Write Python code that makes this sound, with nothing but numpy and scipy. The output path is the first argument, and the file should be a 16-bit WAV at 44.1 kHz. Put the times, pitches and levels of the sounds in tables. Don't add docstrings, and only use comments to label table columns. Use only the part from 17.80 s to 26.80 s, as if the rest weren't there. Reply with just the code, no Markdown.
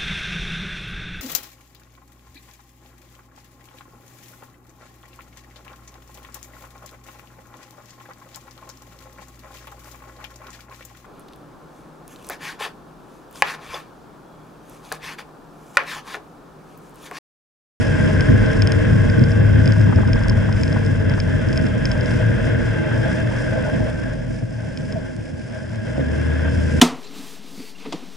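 import sys
import numpy as np
from scipy import signal
from scipy.fft import rfft, irfft, next_fast_len
from scipy.io import wavfile
from scipy.ndimage import uniform_filter1d, map_coordinates

SR = 44100
rng = np.random.default_rng(int(sys.argv[2]) if len(sys.argv) > 2 else 0)


def file_out(sig):
    cols = np.atleast_2d(sig).T
    lim = np.clip(cols, -1, 1)
    pcm = np.round(lim * 32767).astype(np.int16)
    wavfile.write(sys.argv[1], SR, pcm)


N = 396884

# time in seconds, firings per second.
ENGINE_SPEED = [(0, 95), (.75, 100), (1.55, 104.4), (2.4, 104.4), (3, 101), (3.5, 92.5), (4, 85),
                (4.7, 76.3), (5.3, 72), (5.9, 62), (6.5, 42), (7.1, 31), (7.4, 36), (7.6, 38.3),
                (7.75, 41.3), (7.88, 42.5), (8.15, 62.5), (8.25, 71), (8.45, 77.5), (9, 79.6)]
# time in seconds, exhaust boom in dB, overtones in dB.
ENGINE_LOAD = [(0, -29.5, -31.5), (.5, -22.5, -28), (1, -19.5, -29), (1.6, -18.5, -28), (1.9, -16.5, -39),
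               (2.4, -21.5, -37), (3.5, -24, -39.5), (4.3, -37, -30), (5.2, -46, -31.5), (6, -35, -34.5),
               (6.5, -35, -44), (6.85, -54, -51), (7.2, -41, -48), (7.7, -52, -37), (8, -48, -45),
               (8.15, -31, -41), (8.3, -26, -30.5), (8.48, -20, -35), (9, -21.5, -30)]
# multiple of the firing rate, relative level in dB.
ENGINE_OVERTONES = [(.5, -6), (1.5, 3), (2, -7), (2.5, -17), (3, -8.5), (3.5, -12), (4, -10), (4.5, -5.5),
                    (5, -9), (5.5, -18), (6, -6), (6.5, -17), (7.5, -16), (8, -16), (9, -24), (10.5, -27),
                    (11, -25), (12, -25)]
# frequency in Hz, gain in dB.
EXHAUST_COLOUR = [(30, -19), (80, -18.5), (220, -3.5), (330, 7.5), (390, -7), (460, 3), (540, -7.5),
                  (640, -24), (740, -3.5), (860, -19), (950, -3), (1060, 8.5), (1250, -8)]
# centre in seconds, length in seconds, multiple of the firing rate, level in dB.
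OVERRUN_TONES = [(3.15, 0.55, 4.62, -35.5), (3.85, .5, 5.3, -41.5), (4.85, 0.94, 6.3, -39.5),
                 (5.35, .7, 4.65, -38)]
PULL_DB, PULL_HZ_PER_S = 4, 4.3
WHINE_S, WHINE_LENGTH_S, WHINE_DB = 1.88, 1.1, -39


def engine(firing_hz, phase, rough=0.08, whine_order=14.6, low_db=-3):
    boom_db, buzz_db = curves(ENGINE_LOAD)
    climb_hz_per_s = uniform_filter1d(np.gradient(curves(ENGINE_SPEED)[0]) * SR, SR // 4)
    pull_db = low_db + PULL_DB * np.tanh(climb_hz_per_s / PULL_HZ_PER_S)
    boom = amp(boom_db) * (1 + rough * wobble(23)) * np.sin(phase)
    buzz = np.zeros(N)
    for multiple, db in ENGINE_OVERTONES:
        load_db = buzz_db + pull_db if multiple <= 4 else buzz_db
        colour_db = along(EXHAUST_COLOUR, multiple * firing_hz)
        buzz += amp(load_db + db + colour_db) * partial(multiple * phase)
    whine = amp(WHINE_DB) * swell(WHINE_S, WHINE_LENGTH_S) * partial(whine_order * phase)
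    overrun = np.zeros(N)
    for s, length_s, multiple, db in OVERRUN_TONES:
        overrun += amp(db) * swell(s, length_s) * partial(multiple * phase)
    return point(np.sqrt(2) * (boom + buzz + whine + overrun))


# centre in seconds, length in seconds, level in dB.
LUGGING_SPELLS = [(7.75, 1, -46), (8.037, 0.26, -32), (8.7, 0.99, -32)]
# multiple of the firing rate, relative level in dB.
PUFF_MULTIPLES = [(2, 1), (4, -6), (7.5, -16)]


def lugging(phase):
    spells = sum(amp(db) * swell(s, length_s) for s, length_s, db in LUGGING_SPELLS)
    puffs = np.zeros(N)
    for multiple, db in PUFF_MULTIPLES:
        puffs += amp(db + wobble(6)) * np.sin(multiple * phase + rng.uniform(0, 2 * np.pi))
    return point(np.sqrt(2) * spells * puffs)


# frequency in Hz, relative level in dB, 60 dB decay time in seconds.
FRAME_MODES = [(132, -0.5, 0.052), (222, 3, .035), (298, 3, 0.047), (397, -11, 0.028), (543, 0.5, 0.028),
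               (640, -5.5, 0.025)]
JUDDER_S, JUDDER_GAP_S = 8.179, .0147
JUDDER_DB, JUDDER_ROUND_DB = -13.5, 2


def judder(count=4, scatter_db=0.5, attack_s=0.0017):
    t = np.arange(SR // 12) / SR
    blows = np.zeros(N)
    for k in range(count):
        ring = struck(FRAME_MODES, t, scatter_db, detune=0.04, any_phase=True)
        level_db = JUDDER_DB - JUDDER_ROUND_DB * (k - 1) ** 2
        add(blows, JUDDER_S + k * JUDDER_GAP_S, amp(level_db) * ring * (1 - np.exp(-t / attack_s)))
    return point(blows)


# time in seconds, control level in dB.
ROLLING_LEVEL = [(0, -20.5), (1.2, -21), (2.15, -21), (2.8, -24), (4.1, -24.5), (6, -27.5), (6.8, -34.5),
                 (7.1, -30.5), (7.55, -36.5), (7.95, -36), (8.3, -30.5), (9, -26)]
# time in seconds, control level in dB.
CHURNING_LEVEL = [(0, -30), (.9, -30), (1.25, -32.5), (3.1, -34.5), (4.2, -32.5), (5.5, -32), (6.2, -37.5),
                  (6.65, -46.5), (7.1, -41.5), (7.5, -47.5), (8.4, -35), (9, -35.5)]
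# frequency in Hz, relative density in dB per Hz.
LOW_RUMBLE_COLOUR = [(12, -19), (25, 4), (36, 6.5), (46, 15), (60, -3), (80, -10), (130, -77.5)]
TYRE_COLOUR = [(30, -44), (60, -14), (82, -2), (98, -3.5), (112, -1), (128, -1), (150, -5), (175, -6.5),
               (215, -5.5), (270, -7.5), (330, -9), (410, -20.5), (520, -20.5), (900, -85)]
CHURN_COLOUR = [(600, -48), (1000, -9.5), (1280, -15), (1450, -5.5), (1570, 1.5), (1700, -1.5), (1850, -8),
                (2100, -9), (2330, -16.5), (2650, -12.5), (2900, -20.5), (3250, -11), (3800, -28),
                (8000, -64)]
SPRAY_COLOUR = [(1300, -17), (2100, 15), (3200, 7.5), (4000, 1), (4700, 5), (5100, 15), (5500, 7),
                (6000, 6.5), (6700, 1.5), (7200, 5), (8200, -1), (9000, 0.5), (11000, -7.5)]
# frequency in Hz, width in Hz, relative level in dB.
PANEL_MODES = [(464, 100, -9.5), (527, 67, -1.5), (628, 30.3, 4), (832, 49, -10.5), (985, 120, -16.5)]
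# centre in seconds, length in seconds, level change in dB.
LOW_RUMBLE_SWELLS = [(2.55, .5, 6), (4.45, 0.78, -1), (6.1, 1.2, -0.5), (7.75, 1.5, -18), (8.6, 1.2, -3)]
SAND_FANS = [(0, 0.44, 4.5), (.85, 1, 2), (5.65, 0.69, 2), (9, 0.51, 5)]
SAND_SCRAPES = [(5.2, 0.084, 4.5), (5.88, 0.68, 4.5)]
CHURN_SURGES = [(2.99, 0.05, 2.5), (5.86, 0.068, -1), (5.945, 0.042, 6), (6.235, 0.033, 5),
                (8.21, 0.028, 6)]
CRUISE_ROLL_DB, CRUISE_SAND_DB = -25, -33
RUMBLE_DB, RUMBLE_GROWS = -20.5, 0.99
LOW_RUMBLE_DB, LOW_RUMBLE_GROWS = -32, 1.2
PANEL_DB, PANEL_GROWS = -33, 0.57
SPRAY_DB, SPRAY_GROWS = -46.5, 0.38
DEEP_HZ, DEEP_GROWS = 88.5, 0.42
BRIGHT_HZ, BRIGHT_GROWS = 325, 0.24


def tyres(phase, throb=0.039, churn_db=-2.0):
    roll_db = curves(ROLLING_LEVEL)[0] - CRUISE_ROLL_DB
    sand_db = curves(CHURNING_LEVEL)[0]
    dig_db = sand_db - CRUISE_SAND_DB
    low_rumble_db = LOW_RUMBLE_DB + LOW_RUMBLE_GROWS * roll_db + swells(LOW_RUMBLE_SWELLS)
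    low_rumble = amp(low_rumble_db) * coloured(LOW_RUMBLE_COLOUR)

    rolling = coloured(TYRE_COLOUR)
    deep = filtered(rolling, lambda hz: 1 / (1 + (hz / DEEP_HZ) ** 8))
    bright = filtered(rolling, lambda hz: 1 - 1 / (1 + (hz / BRIGHT_HZ) ** 16))
    middle = rolling - deep - bright
    deep_gain = amp(DEEP_GROWS * roll_db)
    bright_gain = amp(BRIGHT_GROWS * np.minimum(roll_db, 0))
    rumble_db = RUMBLE_DB + RUMBLE_GROWS * roll_db + 1.7 * wobble(22)
    rumble = amp(rumble_db) * (middle + deep_gain * deep + bright_gain * bright)

    unevenness = wobble(25)
    panel_db = PANEL_DB + PANEL_GROWS * dig_db + swells(SAND_SCRAPES) + 1.46 * unevenness
    panels = amp(panel_db) * rush(lambda hz: body(PANEL_MODES, hz))
    surge_db = swells(CHURN_SURGES) + 1.52 * unevenness + 0.53 * wobble(120)
    firing_throb = 1 + throb * np.sin(phase)
    churn = amp(sand_db + churn_db + surge_db) * firing_throb * coloured(CHURN_COLOUR)
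    flicker_db = 1.3 * wobble(15) + 1.63 * wobble(200)
    spray_db = SPRAY_DB + SPRAY_GROWS * dig_db + swells(SAND_FANS) + flicker_db
    spray = amp(spray_db) * coloured(SPRAY_COLOUR)
    return low_rumble + rumble + panels + churn + spray


# centre in seconds, length in seconds, level in dB.
DRUMMING_SPELLS = [(4.6, 1.18, -20.5), (5.455, 0.54, -24.5), (6.45, 0.77, -29.5), (7.2, 0.49, -43),
                   (7.92, 0.42, -28.5)]
TREAD_HZ = 113.5


def tread(slip=0.038, depth_db=3):
    spells = sum(amp(db) * swell(s, length_s) for s, length_s, db in DRUMMING_SPELLS)
    turn = 2 * np.pi * np.cumsum(TREAD_HZ * (1 + slip * wobble(14))) / SR
    return point(spells * amp(depth_db * wobble(11)) * np.sin(turn))


# time in seconds, mean pitch in Hz.
HOWL_PITCH = [(6.3, 250), (6.55, 268), (7, 255), (7.18, 278), (7.33, 253), (7.55, 246), (7.8, 228),
              (8, 226), (8.35, 255), (8.9, 275)]
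HOWL_S, HOWL_LENGTH_S = 8, 3.4


def howl(howl_db=-3, slip=.015):
    turn = 2 * np.pi * np.cumsum(curves(HOWL_PITCH)[0] * (1 + slip * wobble(16))) / SR
    level = amp(curves(ROLLING_LEVEL)[0] + howl_db) * swell(HOWL_S, HOWL_LENGTH_S)
    return point(np.sqrt(2) * level * partial(turn))


# frequency in Hz, width in Hz, relative level in dB.
CRUST_MODES = [(897, 176, 3.5), (1007, 180, 1), (1618, 150, 5.5), (2560, 100, -12.5)]
# centre in seconds, length in seconds, level change in dB.
CRUSTED_STRETCHES = [(.4, 1.8, 4), (5, 2.2, 2)]


def crunch(rate=110, crunch_db=-11.0, spread_db=5):
    chance, size = rng.random((2, N)), rng.uniform(-1.8, 1.6, (2, N))
    cracks = (chance < rate / SR) * np.sign(size) * amp(spread_db * np.abs(size))
    muffle = lambda hz: amp(along([(2500, 0), (4500, -18), (9000, -45)], hz))
    dull = filtered(cracks, lambda hz: resonances(CRUST_MODES, hz) * muffle(hz))
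    level_db = curves(CHURNING_LEVEL)[0] + crunch_db + swells(CRUSTED_STRETCHES)
    return amp(level_db) * unit(dull)


# start in seconds, relative clank level in dB, relative thud level in dB.
SUSPENSION_KNOCKS = [(2.09, -41, -15), (2.186, -36, -16), (3.8, -35, -19), (4.17, -32, -18.5),
                     (4.59, -24, -41), (4.675, -30, -16), (4.84, -36, -23), (5.256, -22, -17),
                     (5.755, -17, -36), (5.875, -20, -27), (5.931, -22.5, -21), (6.003, -32, -15),
                     (6.504, -34, -24), (6.624, -35, -19), (6.715, -36, -32), (7.156, -21.5, -39)]
# frequency in Hz, relative level in dB, 60 dB decay time in seconds.
STEEL_MODES = [(510, -6.5, 0.14), (632, 7.5, 0.069), (810, -6, 0.035)]
# frequency in Hz, width in Hz, relative level in dB.
AXLE_MODES = [(114, 19.5, 8), (155, 35, 4), (286, 41, 7.5)]
BOUNCE_S, BOUNCE_LOSS_DB = .014, 6.5


def knocks(thud_db=12, thud_t60=.02, scatter_db=2, count=3):
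    t = np.arange(SR // 8) / SR
    clanks, thuds = np.zeros((2, N))
    onset = 1 - np.exp(-t / 0.0044)
    for start, clank_db, push_db in SUSPENSION_KNOCKS:
        for k in range(count):
            s = start + k * BOUNCE_S * rng.normal(1, 0.134)
            loss_db = k * BOUNCE_LOSS_DB
            ring = struck(STEEL_MODES, t, scatter_db, detune=0.015)
            add(clanks, s, amp(clank_db - loss_db) * ring * onset)
            add(thuds, s, amp(push_db - loss_db + thud_db - 60 * t / thud_t60))
    return point(clanks + filtered(thuds, lambda hz: resonances(AXLE_MODES, hz)))


# start in seconds, relative ring level in dB, relative crack level in dB.
GRAIN_TICKS = [(0.4076, -20, -40), (0.6624, -31, -58), (0.7328, -48, -37), (0.821, -16, -40.5),
               (0.873, -17.5, -38), (0.9202, -19, -35.5), (1.299, -28.5, -56), (1.3937, -29, -49),
               (1.4386, -28, -51), (1.5184, -32, -52), (1.8577, -25.5, -45), (1.8763, -22, -39.5),
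               (1.922, -23, -50), (2.0128, -31, -56), (2.332, -22, -46), (2.4354, -31, -54),
               (2.4832, -33, -33.5), (2.4967, -24, -44), (2.7263, -27, -46), (2.834, -19.5, -43),
               (2.8787, -28.5, -55), (2.927, -28.5, -60), (3.0632, -33, -43), (3.2964, -28.5, -47),
               (3.3378, -32, -57), (3.4016, -21, -46), (3.687, -33, -59), (3.7287, -28, -54),
               (3.7599, -33, -53), (3.7753, -22, -40), (3.8127, -35, -58), (3.8661, -30, -58),
               (4.0545, -17.5, -42), (4.1158, -23, -47), (4.1774, -38, -58), (4.2103, -28.5, -46),
               (4.259, -30, -49), (4.3101, -32, -62), (6.099, -46, -44), (6.335, -50, -48),
               (6.974, -26.5, -48), (7.1242, -31, -61), (7.365, -55, -44), (7.958, -55, -46)]
# frequency in Hz, relative level in dB, 60 dB decay time in seconds.
HOUSING_MODES = [(2440, -3, 0.011), (3110, -0.5, 0.007), (4180, -11.5, 0.013), (4900, -13.5, 0.021),
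                 (5140, 2.5, 0.013), (6240, -13, 0.01)]
# frequency in Hz, gain in dB.
CRACK_COLOUR = [(2000, 0), (5200, 2), (8000, -1.5), (11000, -6)]
RING_DB, CRACK_DB, CRACK_T60_S, TICK_ATTACK_S = 2.5, 15.5, 0.0058, 0.00029
FAST_UNTIL_S = 3.3


def grit(count=36, fine_db=-39, spread_db=5, fine_crack_db=-18, detune=0.0057):
    t = np.arange(SR // 25) / SR
    rings, cracks = np.zeros(N), np.zeros((2, N))
    fine = []
    for when, size in rng.random((count, 2)):
        db = fine_db + spread_db * (2 * size - 1)
        fine.append((FAST_UNTIL_S * when, db, db + fine_crack_db))
    onset = 1 - np.exp(-t / TICK_ATTACK_S)
    for s, db, snap_db in list(GRAIN_TICKS) + fine:
        ring = struck(HOUSING_MODES, t, 1.65, detune)
        add(rings, s, amp(db + RING_DB) * ring * onset)
        decay = amp(snap_db + CRACK_DB - 60 * t / CRACK_T60_S)
        for part in cracks:
            add(part, s, decay * rng.standard_normal(len(t)) * onset)
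    return filtered(cracks, lambda hz: amp(along(CRACK_COLOUR, hz))) + point(rings)


# start in seconds, relative level in dB.
BRACKET_CLACKS = [(1.898, -34), (1.96, -30), (1.998, -37), (2.066, -31), (2.094, -30.5), (2.124, -24.5),
                  (2.185, -27.5), (2.229, -26.5), (2.281, -30.5), (2.357, -30), (2.412, -32), (2.456, -30),
                  (2.508, -30.5), (2.57, -34.5), (2.619, -36), (2.687, -27), (2.745, -35), (2.96, -26),
                  (3.017, -36), (3.315, -33), (3.376, -30), (4.15, -32), (5.11, -32), (5.51, -31),
                  (5.55, -36), (5.6, -34)]
# frequency in Hz, width in Hz, relative level in dB.
BRACKET_MODES = [(800, 130, -2.5), (950, 120, 4.5), (1170, 190, -2), (1600, 240, -3)]


def rattling(clack_db=-8, attack_s=.003, t60=0.042):
    t = np.arange(SR // 25) / SR
    shape = (1 - np.exp(-t / attack_s)) * amp(-60 * t / t60)
    clacks = np.zeros((2, N))
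    for part, ringing in zip(clacks, rush(lambda hz: body(BRACKET_MODES, hz))):
        for s, db in BRACKET_CLACKS:
            burst = unit(ringing[round(s * SR):][:len(t)] * shape)
            add(part, s, amp(db + clack_db) * burst)
    return clacks


def clatter(phase, clatter_db=-7, scatter=0.29, count=6):
    at = np.flatnonzero(np.diff(np.floor(phase / (2 * np.pi))))
    cylinders = np.resize(rng.standard_normal(count), len(at))
    taps = np.zeros(N)
    taps[at] = cylinders + scatter * rng.standard_normal(len(at))
    t = np.arange(SR // 50) / SR
    ring = signal.fftconvolve(taps, rng.standard_normal(len(t)) * np.exp(-t / 0.021))[:N]
    tinted = unit(filtered(ring, lambda hz: amp(along(CHURN_COLOUR, hz))))
    return point(amp(curves(CHURNING_LEVEL)[0] + clatter_db) * tinted)


# time in seconds, pitch in Hz.
GEAR_PITCH = [(6.8, 345), (6.92, 358), (7.02, 385), (7.1, 420), (7.16, 422), (7.22, 385), (7.3, 352),
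              (7.42, 335), (7.55, 345), (7.66, 372), (7.78, 372), (7.9, 335)]
GEAR_S, GEAR_LENGTH_S, GEAR_DB = 7.35, 1.2, -39.5
SECOND_MESH, SECOND_MESH_DB = .815, -6
WHISTLE_HZ, WHISTLE_WANDER_HZ, WHISTLE_DB = 1616, 54.95, -6
THIN_HZ, THIN_DB = 2690, -22
SING_S, SING_LENGTH_S, SING_HZ, SING_DB = 5.15, 0.49, 850, -40.5


def whines():
    turn = 2 * np.pi * np.cumsum(curves(GEAR_PITCH)[0]) / SR
    meshes = np.sqrt(2) * (np.sin(turn) + amp(SECOND_MESH_DB) * np.sin(SECOND_MESH * turn))
    gear = amp(GEAR_DB + 1.6 * wobble(10)) * swell(GEAR_S, GEAR_LENGTH_S) * meshes
    sand_db = curves(CHURNING_LEVEL)[0]
    whistle_tone = wavering(WHISTLE_HZ, WHISTLE_WANDER_HZ, rate=19)
    whistle = amp(sand_db + WHISTLE_DB + 1.9 * wobble(14)) * whistle_tone
    thin_tone = wavering(THIN_HZ, wander_hz=7.8, rate=15)
    thin = amp(sand_db + THIN_DB + 3.4 * wobble(6.9)) * thin_tone
    panel_tone = wavering(SING_HZ, wander_hz=24, rate=45)
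    panel = amp(SING_DB) * swell(SING_S, SING_LENGTH_S) * panel_tone
    return point(gear + whistle + thin + panel)


def partial(phase, flutter_db=2, waver_rad=.3):
    wander = waver_rad * wobble(13)
    return amp(flutter_db * wobble(11)) * np.sin(phase + wander + rng.uniform(0, 2 * np.pi))


def wavering(hz, wander_hz, rate):
    return np.sqrt(2) * np.sin(2 * np.pi * np.cumsum(hz + wander_hz * wobble(rate)) / SR)


def struck(modes, t, scatter_db, detune, any_phase=False):
    ring = np.zeros(len(t))
    for hz, db, t60 in modes:
        decay = amp(db + rng.normal(0, scatter_db) - 60 * t / t60)
        start_turn = rng.random() if any_phase else 0
        ring += decay * np.sin(2 * np.pi * (hz * rng.normal(1, detune) * t + start_turn))
    return ring


def resonances(modes, f):
    response = 0
    for k, (centre, width, db) in enumerate(modes):
        damping = 1j * f * width
        response = response + (-1) ** k * amp(db) * damping / (centre * centre - f * f + damping)
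    return response


def body(modes, hz):
    return np.sqrt(sum((amp(db) / (1 + ((hz - c) / w) ** 2)) ** 2 for c, w, db in modes))


def rush(response):
    return unit(filtered(rng.standard_normal((2, N)), response))


def coloured(spectrum):
    return rush(lambda hz: amp(along(spectrum, hz)))


def swell(s, length_s, edge_db=9):
    return amp(-edge_db * (2 * (np.arange(N) / SR - s) / length_s) ** 2)


def swells(rows):
    return sum(db * swell(s, length_s) for s, length_s, db in rows)


def wobble(rate):
    knots = rng.standard_normal(int(N * rate / SR) + 4)
    return map_coordinates(knots, [np.arange(N) * rate / SR])


def curves(rows):
    s, *cols = np.transpose(rows)
    return [np.interp(np.arange(N) / SR, s, c) for c in cols]


def along(points, hz):
    f, v = np.transpose(points)
    return np.interp(np.log(hz + 1), np.log(f + 1), v)


def amp(db):
    return 10 ** (np.asarray(db) / 20)


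def unit(x):
    return x / np.sqrt(np.mean(x ** 2) + 1e-20)


def filtered(x, response):
    m = next_fast_len(N + SR // 2)
    return irfft(rfft(x, m) * response(np.fft.rfftfreq(m, 1 / SR)), m)[..., :N]


def add(track, s, sound):
    part = track[max(round(s * SR), 0):][:len(sound)]
    part += sound[:len(part)]


def point(x):
    return np.array([x, filtered(x, lambda hz: 1j)])


# frequency in Hz, left-right likeness from -1 to 1.
PORT_LIKENESS = [(25, 1), (60, 0.92), (120, 0.97), (165, 0.96), (205, -0.25), (300, -0.97), (400, -0.59),
                 (480, 0.14), (640, 0.59), (1000, 0.047), (1550, 0.89), (2200, 0.61), (3300, -0.13),
                 (5000, 0.84), (11000, 0.96)]
# frequency in Hz, left minus right gain in dB.
PORT_BALANCE = [(30, -4), (100, 5.5), (150, 1.5), (230, -8), (330, -1), (460, 4), (530, -6.5), (630, 1.5),
                (860, 0), (1060, 4), (1600, 2), (2800, 1), (4000, -2.5), (6000, 0)]


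def ports(a, b):
    turn = lambda hz: np.arccos(np.clip(along(PORT_LIKENESS, hz), -1, 1)) / 2
    split = lambda hz: np.array([np.cos(turn(hz)), np.sin(turn(hz))])
    mid, side = filtered(np.array([a, b]), split)
    balance = lambda hz: amp(np.outer([.5, -.5], along(PORT_BALANCE, hz)))
    return filtered(np.array([mid + side, mid - side]), balance)


def scene():
    firing_hz = curves(ENGINE_SPEED)[0] * (1 + 0.002096 * wobble(10))
    phase = 2 * np.pi * np.cumsum(firing_hz) / SR
    drive = engine(firing_hz, phase) + lugging(phase) + clatter(phase) + whines() + judder()
    ground = tread() + howl() + tyres(phase) + crunch() + grit() + knocks() + rattling()
    return ports(*(drive + ground))


CEILING, TOP_HZ = .9, 11200


def record(dry, order=6):
    rounded = dry / (1 + np.abs(dry / CEILING) ** order) ** (1 / order)
    return filtered(rounded, lambda hz: hz < TOP_HZ)


dry = scene()
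out = record(dry)
file_out(out)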